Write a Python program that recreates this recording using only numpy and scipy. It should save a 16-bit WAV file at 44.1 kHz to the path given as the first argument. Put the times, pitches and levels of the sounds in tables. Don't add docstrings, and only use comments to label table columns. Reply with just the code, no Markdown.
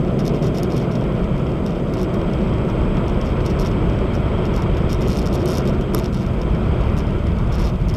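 import sys
import numpy as np
from scipy import signal
from scipy.io import wavfile
from scipy.ndimage import uniform_filter1d, minimum_filter1d

SR = 44100
rng = np.random.default_rng(int(sys.argv[2]) if len(sys.argv) > 2 else 0)


def unload_audio(sound):
    columns = np.transpose(np.atleast_2d(sound))
    steps = np.round(np.clip(columns, -1, 1) * 32767)
    wavfile.write(sys.argv[1], SR, steps.astype(np.int16))


def volts(x):
    e = np.asarray(x, float) / 20
    return 10 ** e


N = 351036

# time in seconds, strength in dB before ringing.
SINGLE_TICKS = [(.2788, -27), (.5843, -30), (.6322, -26), (.7671, -30), (.7792, -31), (1.0106, -40),
                (1.04, -40), (1.3796, -40), (1.6635, -33), (2.3361, -37), (2.6996, -38), (2.9698, -37),
                (3.0816, -36), (3.2139, -35), (3.3009, -40), (3.4624, -29), (3.7146, -39), (3.8983, -39),
                (4.4542, -34), (4.5638, -30), (4.6217, -32), (4.7709, -34), (4.9297, -27), (5.1711, -26),
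                (5.1886, -28), (5.4575, -27), (5.5731, -27), (5.5828, -27), (5.675, -30), (5.8111, -34),
                (5.9474, -20.5), (6.0434, -30), (6.0581, -33), (6.2642, -36), (6.4162, -36), (6.5487, -41),
                (6.8103, -40), (7.2695, -37), (7.3865, -36)]


def evened(x):
    return x / np.sqrt(np.mean(x ** 2) + 1e-20)


def air(spectrum, patchy_db, flicker_db, size=2048):
    hop = size // 4
    frames = N // hop + 5
    hz = np.fft.rfftfreq(size, 1 / SR)
    real, imaginary, patches = rng.standard_normal((frames, len(hz), 3)).T
    patches = uniform_filter1d(patches, size=12, axis=0)
    patches = evened(uniform_filter1d(patches, size=8, axis=1))
    flicker = evened(uniform_filter1d(rng.standard_normal(frames), size=3))
    point_hz, point_db = np.transpose(spectrum)
    colour_db = np.interp(np.log(hz + 1), np.log(point_hz + 1), point_db, left=-120, right=-120)
    swing_db = patchy_db * patches + flicker_db * flicker
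    spectra = (real + 1j * imaginary) * volts(colour_db[:, None] + swing_db)
    noise = signal.istft(spectra, nperseg=size, noverlap=size - hop)[1]
    return evened(noise[:N])


def jet_gain(rule):
    # time in seconds, blast in dB,
    # balance from boomy and roaring (low) to rumbling (high).
    gusts = [(0, -0.37, 2), (.15, 1.3, 1.64), (1.4, -0.98, 2.5), (1.9, -0.55, 2.15), (2.44, -0.32, 2.85),
             (3.5, 0, 3.2), (4.63, 0.28, 3.4), (5.3, -0.55, 2.83), (5.5, 0.38, 2.33), (5.85, -1, 3.16),
             (5.96, -0.34, 2.8), (6.12, -2.14, 2.86), (6.85, 0.97, 3.96), (7.43, 0.12, 4.03),
             (7.65, 3.4, 4.61), (7.76, 0.41, 4.42), (7.96, -0.83, 3.8)]
    s, blast_db, balance = np.transpose(gusts)
    t = np.arange(N) / SR
    blast_db = np.interp(t, s, blast_db)
    balance = np.interp(t, s, balance)
    loudest_db, best_balance, loss_db, share = rule
    return volts(loudest_db - loss_db * (balance - best_balance) ** 2 + share * blast_db)


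def roar():
    # frequency in Hz, relative density in dB per Hz.
    roar_spectrum = [(140, -23.5), (230, -0.5), (264, -6), (325, -1.5), (343, -3.5), (356, 1.5),
                     (370, -0.5), (390, -3.5), (430, -4.5), (520, -7.5), (625, -8), (640, -9), (655, -8.5),
                     (680, -10.5), (780, -19.5), (1010, -52), (1720, -120)]
    # level in dB at its best balance with no blast swing, best balance,
    # loss in dB per squared step of balance, share of the blast swings.
    roar_rule = (-22.5, 2.5, 2.45, 2.07)
    return jet_gain(roar_rule) * air(roar_spectrum, 0.25, 0.12, size=4096)


def buffet():
    # frequency in Hz, relative density in dB per Hz.
    buffet_spectrum = [(10, -30), (20, -15), (28, -2.5), (38, 2.5), (52, .5), (63, 3.5), (72, 0),
                       (95, -2.5), (125, -3), (200, -98)]
    # level in dB at its best balance with no blast swing, best balance,
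    # loss in dB per squared step of balance, share of the blast swings.
    buffet_rule = (-19, 4, 1.84, 0.65)
    return jet_gain(buffet_rule) * air(buffet_spectrum, 0.3, 0.046, size=8192)


def boom():
    # frequency in Hz, relative density in dB per Hz.
    boom_spectrum = [(50, -40), (85, -16.5), (124, 4), (150, 3), (172, 3), (200, 2.5), (228, -4),
                     (250, -10.5), (320, -30), (550, -120)]
    # level in dB at its best balance with no blast swing, best balance,
    # loss in dB per squared step of balance, share of the blast swings.
    boom_rule = (-21, 2, 0.63, 0.46)
    return jet_gain(boom_rule) * air(boom_spectrum, 0.1, 0.082, size=4096)


def hiss():
    # frequency in Hz, relative density in dB per Hz.
    hiss_spectrum = [(430, -65), (730, -7.5), (814, -5.5), (954, -2), (1180, -5), (1310, -3.5),
                     (1720, -16.5), (2270, -12), (2920, -19.5), (3210, -13.5), (3450, -22.5), (4100, -31),
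                     (5330, -32), (9020, -120)]
    # level in dB at its best balance with no blast swing, best balance,
    # loss in dB per squared step of balance, share of the blast swings.
    hiss_rule = (-33, 3, 3.5, 2.4)
    return jet_gain(hiss_rule) * air(hiss_spectrum, 0.79, 0.53, size=1024)


def ring(hz, db, t60):
    t = np.arange(2000) / SR
    return volts(db - 60 * t / t60) * np.sin(2 * np.pi * hz * t)


def clear_ticks(count=40):
    # start in seconds, length in seconds, tick strength in dB before ringing,
    # typical gap between ticks in seconds.
    burst_table = [(.1919, .017, -34.5, .0052), (.2501, .037, -34.5, .005), (.3389, .04, -41, 0.0057),
                   (.4236, .064, -36.5, .0048), (.5457, .047, -36.5, 0.0052), (.7026, .042, -38, 0.0057),
                   (0.758, .072, -40, .0056), (.9142, .028, -39.5, .0055), (0.954, .005, -33, 0.0039),
                   (1.9373, .005, -34, .004), (1.9708, .06, -35, 0.0093), (2.1409, .005, -35, .004),
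                   (3.2517, .023, -39, .007), (3.4531, .023, -36, .0043), (3.4974, .016, -37.5, .0047),
                   (3.5906, .033, -33.5, .0052), (3.6494, .023, -34.5, .006), (4.1349, .023, -37, .0052),
                   (4.5359, .05, -39, .006), (4.894, .057, -34, .0055), (5.0085, .017, -36, .005),
                   (5.045, .028, -45, 0.0046), (5.0761, .124, -32.5, .0072), (5.2173, .013, -34, .0115),
                   (5.2579, .016, -33.5, .007), (5.3286, .035, -31, .0055), (5.385, .045, -40.5, .006),
                   (5.4715, .115, -31.5, 0.0052), (5.5905, .025, -36, 0.0067), (5.6548, .043, -37, .0058),
                   (5.937, .04, -35, 0.0057), (5.9807, .017, -29.5, .0078), (5.996, .075, -42, .0055),
                   (6.1284, .022, -34, .0066), (6.166, .075, -41, .0064), (6.9678, .03, -34, .007),
                   (7.522, .043, -35, .006), (7.5833, .11, -35, .0056), (7.8853, .014, -35, .0062),
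                   (7.9398, .011, -32, .01)]
    gap_spread, tick_spread_db = 0.16, 2.0
    start, length, tick_db, gap = np.transpose(burst_table)[:, :, None]
    timing, strength = rng.standard_normal((2, len(burst_table), count))
    gaps = gap * np.exp(gap_spread * timing)
    since = np.cumsum(gaps, axis=1) - gaps[:, :1]
    inside = since < length
    burst_s = (start + since)[inside]
    burst_db = (tick_db + tick_spread_db * strength)[inside]
    single_s, single_db = np.transpose(SINGLE_TICKS)
    s = np.append(burst_s, single_s)
    strength_db = np.append(burst_db, single_db)
    clear = np.zeros(N)
    clear[np.minimum(np.round(s * SR).astype(int), N - 1)] = volts(np.minimum(strength_db, 0))
    return clear


def chatter(clear):
    rate_per_s, relative_db = 230, -12
    busy = -minimum_filter1d(-np.minimum(clear, 0.03), size=1000, origin=300)
    busy *= minimum_filter1d(1.0 * (clear == 0), size=240)
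    wander = evened(uniform_filter1d(rng.standard_normal(N), size=200))
    beat = np.cumsum(rate_per_s / SR * volts(2.7 * wander))
    contacts = np.diff(np.floor(beat), prepend=0)
    return contacts * volts(relative_db + 3.0 * rng.standard_normal(N)) * busy


def stray_ticks():
    rate_per_s, floor_db = 45, -52.5
    unrest = volts(4.9 * evened(uniform_filter1d(rng.standard_normal(N), size=2500)))
    contacts = rng.random(N) < unrest * rate_per_s / SR
    return contacts * volts(floor_db + 3.3 * np.minimum(rng.exponential(1, N), 2.5))


def rattle():
    # frequency in Hz, relative level in dB, t60 in seconds.
    plastic_modes = [(2770, -10, 0.0059), (3704, -12, 0.016), (4270, -9.5, 0.0094), (5190, 0, 0.0054),
                     (5630, 3, 0.0046), (5560, 3, 0.0041), (6660, -9, 0.011), (7570, -6.5, 0.0049),
                     (8850, -4.5, 0.0048), (9800, -9.5, 0.0047), (11260, -5.5, 0.0064), (12800, 2, 0.0015)]
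    clear = clear_ticks()
    blows = clear + chatter(clear) + stray_ticks()
    skid_decay = np.exp(-np.log(1000) / (0.008 * SR))
    skid = signal.lfilter([1], [1, -skid_decay], blows)
    scrape = skid * volts(-23.5) * rng.standard_normal(N)
    squareness = volts(2.5 * rng.standard_normal(N))
    hardness = np.clip(squareness * blows / 0.052, 0.01, 3.2)
    weights = rng.standard_normal((len(plastic_modes), N))
    rung = np.zeros(N)
    for k, (weight, (hz, db, t60)) in enumerate(zip(weights, plastic_modes)):
        brightness = hardness ** (0.95 * np.log2(hz / 5200))
        struck = blows * brightness * (-1) ** k * (0.8 + 0.16 * weight)
        scraped = scrape * (5200 / hz) ** 0.82
        rung += signal.oaconvolve(struck + scraped, ring(hz, db, t60))[:N]
    high_pass = signal.butter(4, 2300, "high", fs=SR, output="sos")
    return volts(2.0) * signal.sosfilt(high_pass, rung)


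def knock():
    # frequency in Hz, level in dB, t60 in seconds.
    mount_modes = [(434, -10.5, 0.054), (1000, -20, .025), (1220, -16.5, .025)]
    hardest_s = max(SINGLE_TICKS, key=lambda row: row[1])[0]
    out = np.zeros(N)
    out[round(hardest_s * SR):][:2000] = sum(ring(*mode) for mode in mount_modes)
    return out


def whine():
    whine_tone = 7932.7, 30.25, -66.3
    # time in seconds, change in dB.
    whine_drift = [(0, -.5), (1.8, -1), (2.3, 2.5), (3.8, 2), (5.4, 0), (6.2, -1), (7.96, -3.5)]
    hz, cycles_per_s, db = whine_tone
    t = np.arange(N) / SR
    sign = np.tanh(12 * np.sin(2 * np.pi * (cycles_per_s * t + rng.random())))
    level = np.sqrt(2) * volts(db + np.interp(t, *np.transpose(whine_drift)))
    return level * sign * np.sin(2 * np.pi * hz * t)


def faint_top():
    # frequency in Hz, relative density in dB per Hz.
    top_spectrum = [(3300, -25), (3900, -19), (4500, -15), (4850, 7), (5200, -29), (6100, -1), (7100, -5),
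                    (8400, -7), (10400, -10), (11500, -9.5), (13500, -12), (13750, -45), (15000, -70)]
    return volts(-61.5) * air(top_spectrum, 1.1, 0.7, size=512)


def scene():
    blowers = roar() + buffet() + boom() + hiss()
    loose_part = rattle() + knock()
    return (blowers + loose_part + whine() + faint_top())[None]


def low_pass(x):
    return signal.sosfilt(signal.butter(12, 14780, fs=SR, output="sos"), x)


def record(dry):
    anti_alias = signal.cheby1(8, 0.5, 13900, fs=SR, output="sos")
    limited = signal.sosfilt(anti_alias, dry)
    return low_pass(limited)


dry = scene()
out = record(dry)
unload_audio(out)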